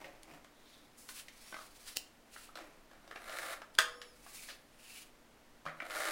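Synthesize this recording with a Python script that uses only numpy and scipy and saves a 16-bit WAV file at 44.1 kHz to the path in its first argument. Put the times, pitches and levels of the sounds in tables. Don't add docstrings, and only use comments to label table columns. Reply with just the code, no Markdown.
import sys
import numpy as np
from scipy import signal
from scipy.fft import rfft, irfft, next_fast_len
from scipy.io import wavfile
from scipy.ndimage import map_coordinates

SR = 44100
rng = np.random.default_rng(int(sys.argv[2]) if len(sys.argv) > 2 else 0)


def store_pcm(level_fs):
    pcm = np.round(np.clip(level_fs, -1, 1) * 32767).astype(np.int16)
    wavfile.write(sys.argv[1], SR, np.atleast_2d(pcm).T)


N = 269451
TIME_S = np.arange(N) / SR
HIT_TIME_S = TIME_S[:SR // 8]

# (frequency [Hz], level [dB])
AIR_SPECTRUM = [(12, 0), (20, 5.5), (27, -7), (81, -16), (227, -14), (261, -14), (292, -9.5), (326, -14),
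                (637, -14), (797, -16), (1650, -20), (1790, -19.5), (1950, -20), (2370, -22.5),
                (15800, -36)]
# (frequency [Hz], level [dB])
HUM_TONES = [(236.9, -73.5), (296.1, -77)]
# (frequency [Hz], t60 [s])
ROOM_DECAY = [(150, 0.97), (600, 0.59), (1500, 0.39), (4000, 0.33), (9000, 0.28), (16000, 0.26)]
# (time [s], frequency [Hz], level [dB])
TABLE_BUMPS = [(0.038, 157, -62), (0.321, 156, -59.5), (2.32, 35.44, -63), (4.18, 35.8, -61),
               (5.662, 158.2, -51.5)]
# (start [s], attack [s], hold [s], release [s], rub level at full speed [dB],
# hiss re rub [dB], sheet resonance re rub [dB], sheet resonance centre [Hz])
CARD_SLIDES = [(0.45, 0.21, .13, 0.2, -70, -3, 0.5, 3650), (0.959, 0.024, 0.062, .05, -73, 13.5, -5, 2460),
               (1.074, 0.018, 0.0064, .07, -61, 11, -6, 2389),
               (1.115, 0.056, 0.024, 0.046, -54.5, 3.5, -3.5, 2755),
               (0.967, 0.48, .17, .2, -63.5, 1, -8, 2400), (1.597, 0.17, .03, .15, -71, 3, -13, 2580),
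               (1.794, .085, 0.015, .14, -54.5, 0.5, -10.5, 3050),
               (2.264, 0.081, 0.095, 0.11, -61, 2, -5, 2750), (4.097, 0.26, .09, .15, -59, 5.5, -3, 2383),
               (4.473, 0.022, 0.0094, 0.07, -50, -15, -8, 2550),
               (4.665, 0.24, 0.1, 0.11, -60.5, 3, -0.5, 2720)]
# (start [s], attack [s], hold [s], release [s], level at full speed [dB])
GUN_SCUFFS = [(0.0, 0.0031, 0.047, 0.29, -56.5), (0.22, 0.1, 0.013, .11, -54.5),
              (2.548, .02, 0.045, .3, -56.5)]
# (time [s], level [dB])
EDGE_FLICKS = [(0.233, -30), (1.9701, -6), (3.752, -27)]
# (time [s], clack level [dB], thud re clack [dB],
# tick re clack [dB], clack centre [Hz], time between rebounds [s], 0 = single knock)
HOUSING_KNOCKS = [(0.016, -38, 11.5, -6, 2400, 0.00042), (0.044, -29, 2.5, -5, 2380, 0.0083),
                  (0.445, -35.5, 0, -1, 1580, 0), (1.089, -27, -21, -1, 1600, 0.001),
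                  (1.283, -31.5, -18, 1, 2030, 0.00049), (1.525, -21.5, -13, -21, 1336, 0.00021),
                  (1.543, -19.5, -16.5, -10, 1263, 0.023), (2.361, -24.5, -29, -14, 1290, 0),
                  (2.49, -31, -17, -20, 1190, 0), (2.555, -24.5, -2.5, -0.5, 1390, 0.017),
                  (2.913, -34, -5, -7, 1390, 0.02), (3.077, -32.5, -6, -4, 1280, 0),
                  (3.111, -23, -15, -11.5, 1627, 0.00083), (3.159, -20.5, -22, -18, 1710, 0.0017),
                  (3.295, -27.5, 2, 2, 2150, 0), (3.618, -22.5, -15, -12.5, 1300, 0.00037),
                  (4.016, -26.5, -25, 1, 2800, 0.0012), (4.264, -30, -15, -15, 1323, 0.002),
                  (4.487, -25.5, -10.5, -4, 1870, 0.0053), (5.654, -25.5, -3.5, -8, 1240, 0.00095),
                  (5.663, -14, -8, -16.5, 1400, .0105), (5.802, -17, -27, -20, 1907, 0.00098),
                  (5.821, -30, 9, -22, 1060, 0.0013), (5.907, -21, -18, -2.5, 1290, 0)]
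# (fastest moment [s], run-up [s], run-down [s], top squeal frequency [Hz], level at top [dB])
REEL_SPINS = [(1.512, .135, 0.1, 5620, -65), (4.045, .23, 0.1, 5437, -64.5)]
# (multiple of squeal frequency [ratio], relative level [dB])
SQUEAL_PARTIALS = [(1.001, 1), (1.28, -8), (1.999, -3.5)]
# (frequency [Hz], relative level [dB], t60 [s])
SNAP_RING = [(488, -34, 1.1), (646.5, -23, 0.12), (942.7, -37, 0.087), (1086, -20.5, 0.19),
             (1240, -12.5, 0.14), (1500, -27, 0.05), (1595, -7, 0.06), (1685, 3, 0.018), (1760, -13, 0.046),
             (1984, -14.5, 0.063), (2770, -14, 0.033), (2960, -24, 0.085), (3460, -15, .04)]
# (frequency [Hz], undamped width [Hz], relative strength [dB])
HOUSING_MODES = [(321.35, 27, -13.5), (541, 96, -2), (709, 142, 1.5), (1206, 134, 1), (1400, 77.6, 0.5),
                 (1572, 89, -1.5), (1750, 100, 0.5), (2086, 280, 1), (3030, 180, -9), (2985, 97, -10.5),
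                 (3940, 260, -8.5), (4170, 130, -10)]
# (start [s], attack [s], hold [s], release [s], rasp level at full speed [dB])
GUN_PASSES = [(3.04, .34, .15, 0.1, -44), (5.776, .2, .2, .09, -40)]
# (frequency [Hz], level [dB])
RUB_SPECTRUM = [(300, -21.5), (900, -10.5), (1800, -3.5), (2800, -4), (4500, -1), (7000, -13.5),
                (12000, -33)]
# (frequency [Hz], level [dB])
HISS_SPECTRUM = [(2500, -26), (5000, -1), (7000, 0), (10000, 2.5), (12000, -4.5), (16000, -5)]
# (frequency [Hz], level [dB])
SCUFF_SPECTRUM = [(59, -66), (100, -36), (236, -13), (310, -4), (482, -18), (607, -8), (867, -13),
                  (942, -13.5), (1320, -15), (2470, -15.5), (3460, -26.5), (4940, -26), (15000, -35.5)]
# (frequency [Hz], level [dB])
EDGE_SPECTRUM = [(30, 3), (300, -6.5), (1200, -7), (2500, -0.5), (5000, 4), (8000, -5), (10000, 1),
                 (12000, -15), (16000, -5.5)]
# (frequency [Hz], level [dB])
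TICK_SPECTRUM = [(1500, -17.5), (2800, 2), (4500, -1.5), (8000, -10.5), (16000, -21.5)]
# (frequency [Hz], level [dB])
CRACK_SPECTRUM = [(60, -27), (200, -25), (330, -17.5), (500, 1), (800, -5), (1300, 4), (1650, 4.5),
                  (2200, 1), (3000, 1), (4000, -1.5), (5000, -6), (8000, -7), (12000, -16), (16000, -19)]
# (frequency [Hz], level [dB])
PEEL_SPECTRUM = [(200, -16.5), (900, 2), (2500, -3), (4000, 3), (6000, -2), (10000, 0.5), (12000, -5),
                 (16000, -8)]

AIR_DB, BAND_LIMIT_HZ = -62.5, 15900
STROKE_DEPTH_DB = 24.5
CATCH_S, CATCH_DB, CATCH_RISE_DB = .015, -9, 21
REBOUND_LOSS_DB, THUD_LOSS_DB = 4, 1.5
SPIN_SAG_RATIO, SPIN_FADE_DB = .15, 12
SNAP_S, SNAP_DB = 3.787, -2.5
TEAR_GAP_S = .00062
CHATTER_GAP_S, CHATTER_DB, CHATTER_FALL_DB = .006, -5, 5
PEEL_DB, PEEL_SPEED_RATIO = -5.5, 1.2


def amp(db):
    return 10 ** (np.asarray(db) / 20)


def unit(x):
    return x / np.sqrt(np.mean(x ** 2) + 1e-20)


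def unit_energy(x):
    return x / np.linalg.norm(x)


def along(points, hz):
    f, v = np.transpose(points)
    return np.interp(np.log(hz + 1), np.log(f + 1), v)


def add(track, s, sound):
    part = track[max(round(s * SR), 0):][:len(sound)]
    part += sound[:len(part)]


def colour(x, spectrum, size=8192):
    log_gain = np.log(amp(along(spectrum, np.fft.rfftfreq(size, 1 / SR))))
    cepstrum = irfft(log_gain)
    cepstrum[1:size // 2] *= 2
    cepstrum[size // 2 + 1:] = 0
    impulse_response = irfft(np.exp(rfft(cepstrum)))
    return signal.fftconvolve(x, impulse_response)[:len(x)]


def no_bass(x):
    return signal.sosfilt(signal.butter(2, 250, "highpass", fs=SR, output="sos"), x)


def wobble(rate_hz):
    knots = rng.standard_normal(int(N * rate_hz / SR) + 4)
    return map_coordinates(knots, [TIME_S * rate_hz])


def grains(rate_hz, spread_db):
    slips = rng.random(N) < rate_hz / SR
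    signs = rng.choice([-1, 1], N)
    sizes = amp(spread_db * rng.standard_normal(N).clip(-2, 2))
    return unit(slips * signs * sizes)


def burst(t60_s):
    return rng.standard_normal(len(HIT_TIME_S)) * amp(-60 * HIT_TIME_S / t60_s)


def mode(hz, t60_s, time_s):
    return np.sin(2 * np.pi * hz * time_s) * np.exp(-np.log(1000) * time_s / t60_s)


def crack(t60_s, fray):
    return unit_energy(signal.unit_impulse(len(HIT_TIME_S)) + fray * unit_energy(burst(t60_s)))


def stroke(start_s, attack_s, hold_s, release_s):
    rising = (TIME_S - start_s) / attack_s - 1
    falling = (start_s + attack_s + hold_s - TIME_S) / release_s
    return STROKE_DEPTH_DB * np.minimum(np.minimum(rising, falling), 0)


def housing(modes, scatter_db):
    ring = np.zeros(len(HIT_TIME_S))
    for k, (hz, width_hz, db) in enumerate(modes):
        strength = (-1) ** k * amp(db + scatter_db * rng.normal()) * np.sqrt(width_hz)
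        t60_s = np.log(1000) / (np.pi * width_hz)
        ring += strength * mode(hz, t60_s, HIT_TIME_S)
    return unit_energy(ring)


def contact(thud_db, tick_db, centre_hz):
    low = [m for m in HOUSING_MODES if m[0] < 900]
    high = [m for m in HOUSING_MODES if m[0] >= 900]
    struck = [(hz, 2 * width_hz, db - 10 * abs(np.log2(hz / centre_hz))) for hz, width_hz, db in high]
    shell = amp(thud_db) * housing(low, scatter_db=4.5) + housing(struck, scatter_db=2)
    tick = amp(tick_db) * unit_energy(colour(burst(t60_s=0.028), TICK_SPECTRUM))
    grate = signal.fftconvolve(shell, burst(t60_s=.008))[:len(tick)]
    return np.linalg.norm(shell) * unit_energy(grate) + tick


def background():
    hum = sum(amp(db) * np.sin(2 * np.pi * hz * TIME_S + 1.27 * wobble(7.1)) for hz, db in HUM_TONES)
    air = unit(colour(rng.standard_normal(N), AIR_SPECTRUM))
    return amp(AIR_DB) * air + hum


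def room(x, early_db, tail_db, count=30):
    out = np.zeros(N)
    for part in np.array_split(np.arange(N), count):
        hz, time_s, bins = signal.stft(rng.standard_normal(SR // 2), SR, nperseg=256)
        decay = amp(-60 * time_s / along(ROOM_DECAY, hz)[:, None])
        tail = signal.istft(bins * decay, SR, nperseg=256)[1]
        echo = np.zeros(SR // 2)
        add(echo, .003, amp(early_db) * unit_energy(burst(t60_s=0.1)))
        add(echo, .009, amp(tail_db) * unit_energy(tail))
        add(out, part[0] / SR, signal.fftconvolve(x[part], echo))
    return out


def table():
    out = np.zeros(N)
    for s, hz, db in TABLE_BUMPS:
        add(out, s, amp(db) * mode(hz, t60_s=0.41, time_s=TIME_S[:SR // 2]))
    return out


def card():
    fibres = unit(colour(grains(rate_hz=7000, spread_db=3.0), RUB_SPECTRUM))
    hiss = unit(colour(grains(rate_hz=14000, spread_db=4.5), HISS_SPECTRUM))
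    scuff = unit(colour(grains(rate_hz=1500, spread_db=4.0), SCUFF_SPECTRUM))
    flutter, bend_hz = wobble(800), 140 * wobble(600)
    sliding = np.zeros(N)
    for *timing, db, hiss_db, sheet_db, sheet_hz in CARD_SLIDES:
        phase = 2 * np.pi * np.cumsum(sheet_hz + bend_hz) / SR
        sheet = unit(flutter * np.sin(phase))
        rub = fibres + amp(sheet_db) * sheet + amp(hiss_db) * hiss
        sliding += amp(db + stroke(*timing)) * rub
    unevenness = amp(1.8 * wobble(60))
    scuff_gain = sum(amp(db + stroke(*timing)) for *timing, db in GUN_SCUFFS)
    return sliding * unevenness + scuff * scuff_gain


def flicks():
    out = np.zeros(N)
    strain = amp(CATCH_RISE_DB * np.linspace(0, 1, round(CATCH_S * SR)))
    for s, db in EDGE_FLICKS:
        scrape = strain * grains(rate_hz=2300, spread_db=2)[:len(strain)]
        add(out, s - CATCH_S, amp(db + CATCH_DB) * unit_energy(colour(scrape, EDGE_SPECTRUM)))
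        spring = crack(t60_s=.007, fray=3)
        add(out, s, amp(db) * unit_energy(colour(spring, EDGE_SPECTRUM)))
    return out


def knocks(count=4):
    out = np.zeros(N)
    for s, db, thud_db, tick_db, centre_hz, gap_s in HOUSING_KNOCKS:
        for k in range(count if gap_s else 1):
            tap = contact(thud_db + k * (REBOUND_LOSS_DB - THUD_LOSS_DB), tick_db, centre_hz)
            add(out, s + k * gap_s, amp(db - k * REBOUND_LOSS_DB) * tap)
    return out


def reel():
    out = np.zeros(N)
    for s, run_up_s, run_down_s, top_hz, db in REEL_SPINS:
        slowness = ((TIME_S - s) / np.where(TIME_S < s, run_up_s, run_down_s)) ** 2
        hz = top_hz * np.maximum(1 - SPIN_SAG_RATIO * slowness, 0)
        phase = 2 * np.pi * np.cumsum(hz * (1 + .006 * wobble(500))) / SR
        squeal = sum(amp(partial_db) * np.sin(k * phase) for k, partial_db in SQUEAL_PARTIALS)
        out += amp(db - SPIN_FADE_DB * slowness) * squeal
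    return out


def snap():
    out = np.zeros(N)
    tearing = [(SNAP_S + k * TEAR_GAP_S, SNAP_DB) for k in range(3)]
    chatter = [(SNAP_S + k * CHATTER_GAP_S, CHATTER_DB - CHATTER_FALL_DB * np.log2(k))
               for k in range(1, 7)]
    for s, db in tearing + chatter:
        tear = crack(t60_s=.007, fray=1.6)
        add(out, s, amp(db) * unit_energy(colour(tear, CRACK_SPECTRUM)))
    add(out, SNAP_S - .004, amp(-13.5) * unit_energy(colour(burst(t60_s=0.08), CRACK_SPECTRUM)))
    ring_time_s = TIME_S[:SR]
    ring = sum(amp(db) * mode(hz, t60_s, ring_time_s) for hz, db, t60_s in SNAP_RING)
    swing = 1 - np.exp(-ring_time_s / .0007)
    add(out, SNAP_S, amp(-14.5) * ring * swing)
    return out


def passes():
    small_jerks = grains(rate_hz=3500, spread_db=4) * amp(3.1 * wobble(150))
    jerks = small_jerks + .75 * grains(rate_hz=90, spread_db=3)
    rasp = unit(signal.fftconvolve(jerks, housing(HOUSING_MODES, scatter_db=0.5))[:N])
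    peel = unit(colour(jerks + rng.standard_normal(N), PEEL_SPECTRUM))
    out = np.zeros(N)
    for *timing, db in GUN_PASSES:
        speed_db = stroke(*timing)
        out += amp(db + speed_db) * rasp
        out += amp(db + PEEL_DB + PEEL_SPEED_RATIO * speed_db) * peel
    return out


def scene():
    rubbing = passes() + card() + reel()
    tapping = no_bass(knocks())
    snapping, flicking = snap(), flicks()
    sent = amp(-4.5) * rubbing + amp(2.0) * tapping + amp(-1.5) * snapping + amp(-4) * flicking
    direct = rubbing + tapping + snapping + flicking + table()
    echoes = room(no_bass(sent), early_db=-6.5, tail_db=-7.0)
    return (direct + echoes + background())[None]


def record(dry):
    size = next_fast_len(N + SR // 2)
    passband = np.fft.rfftfreq(size, 1 / SR) < BAND_LIMIT_HZ
    return irfft(rfft(dry, size) * passband, size)[:, :N]


dry = scene()
out = record(dry)
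store_pcm(out)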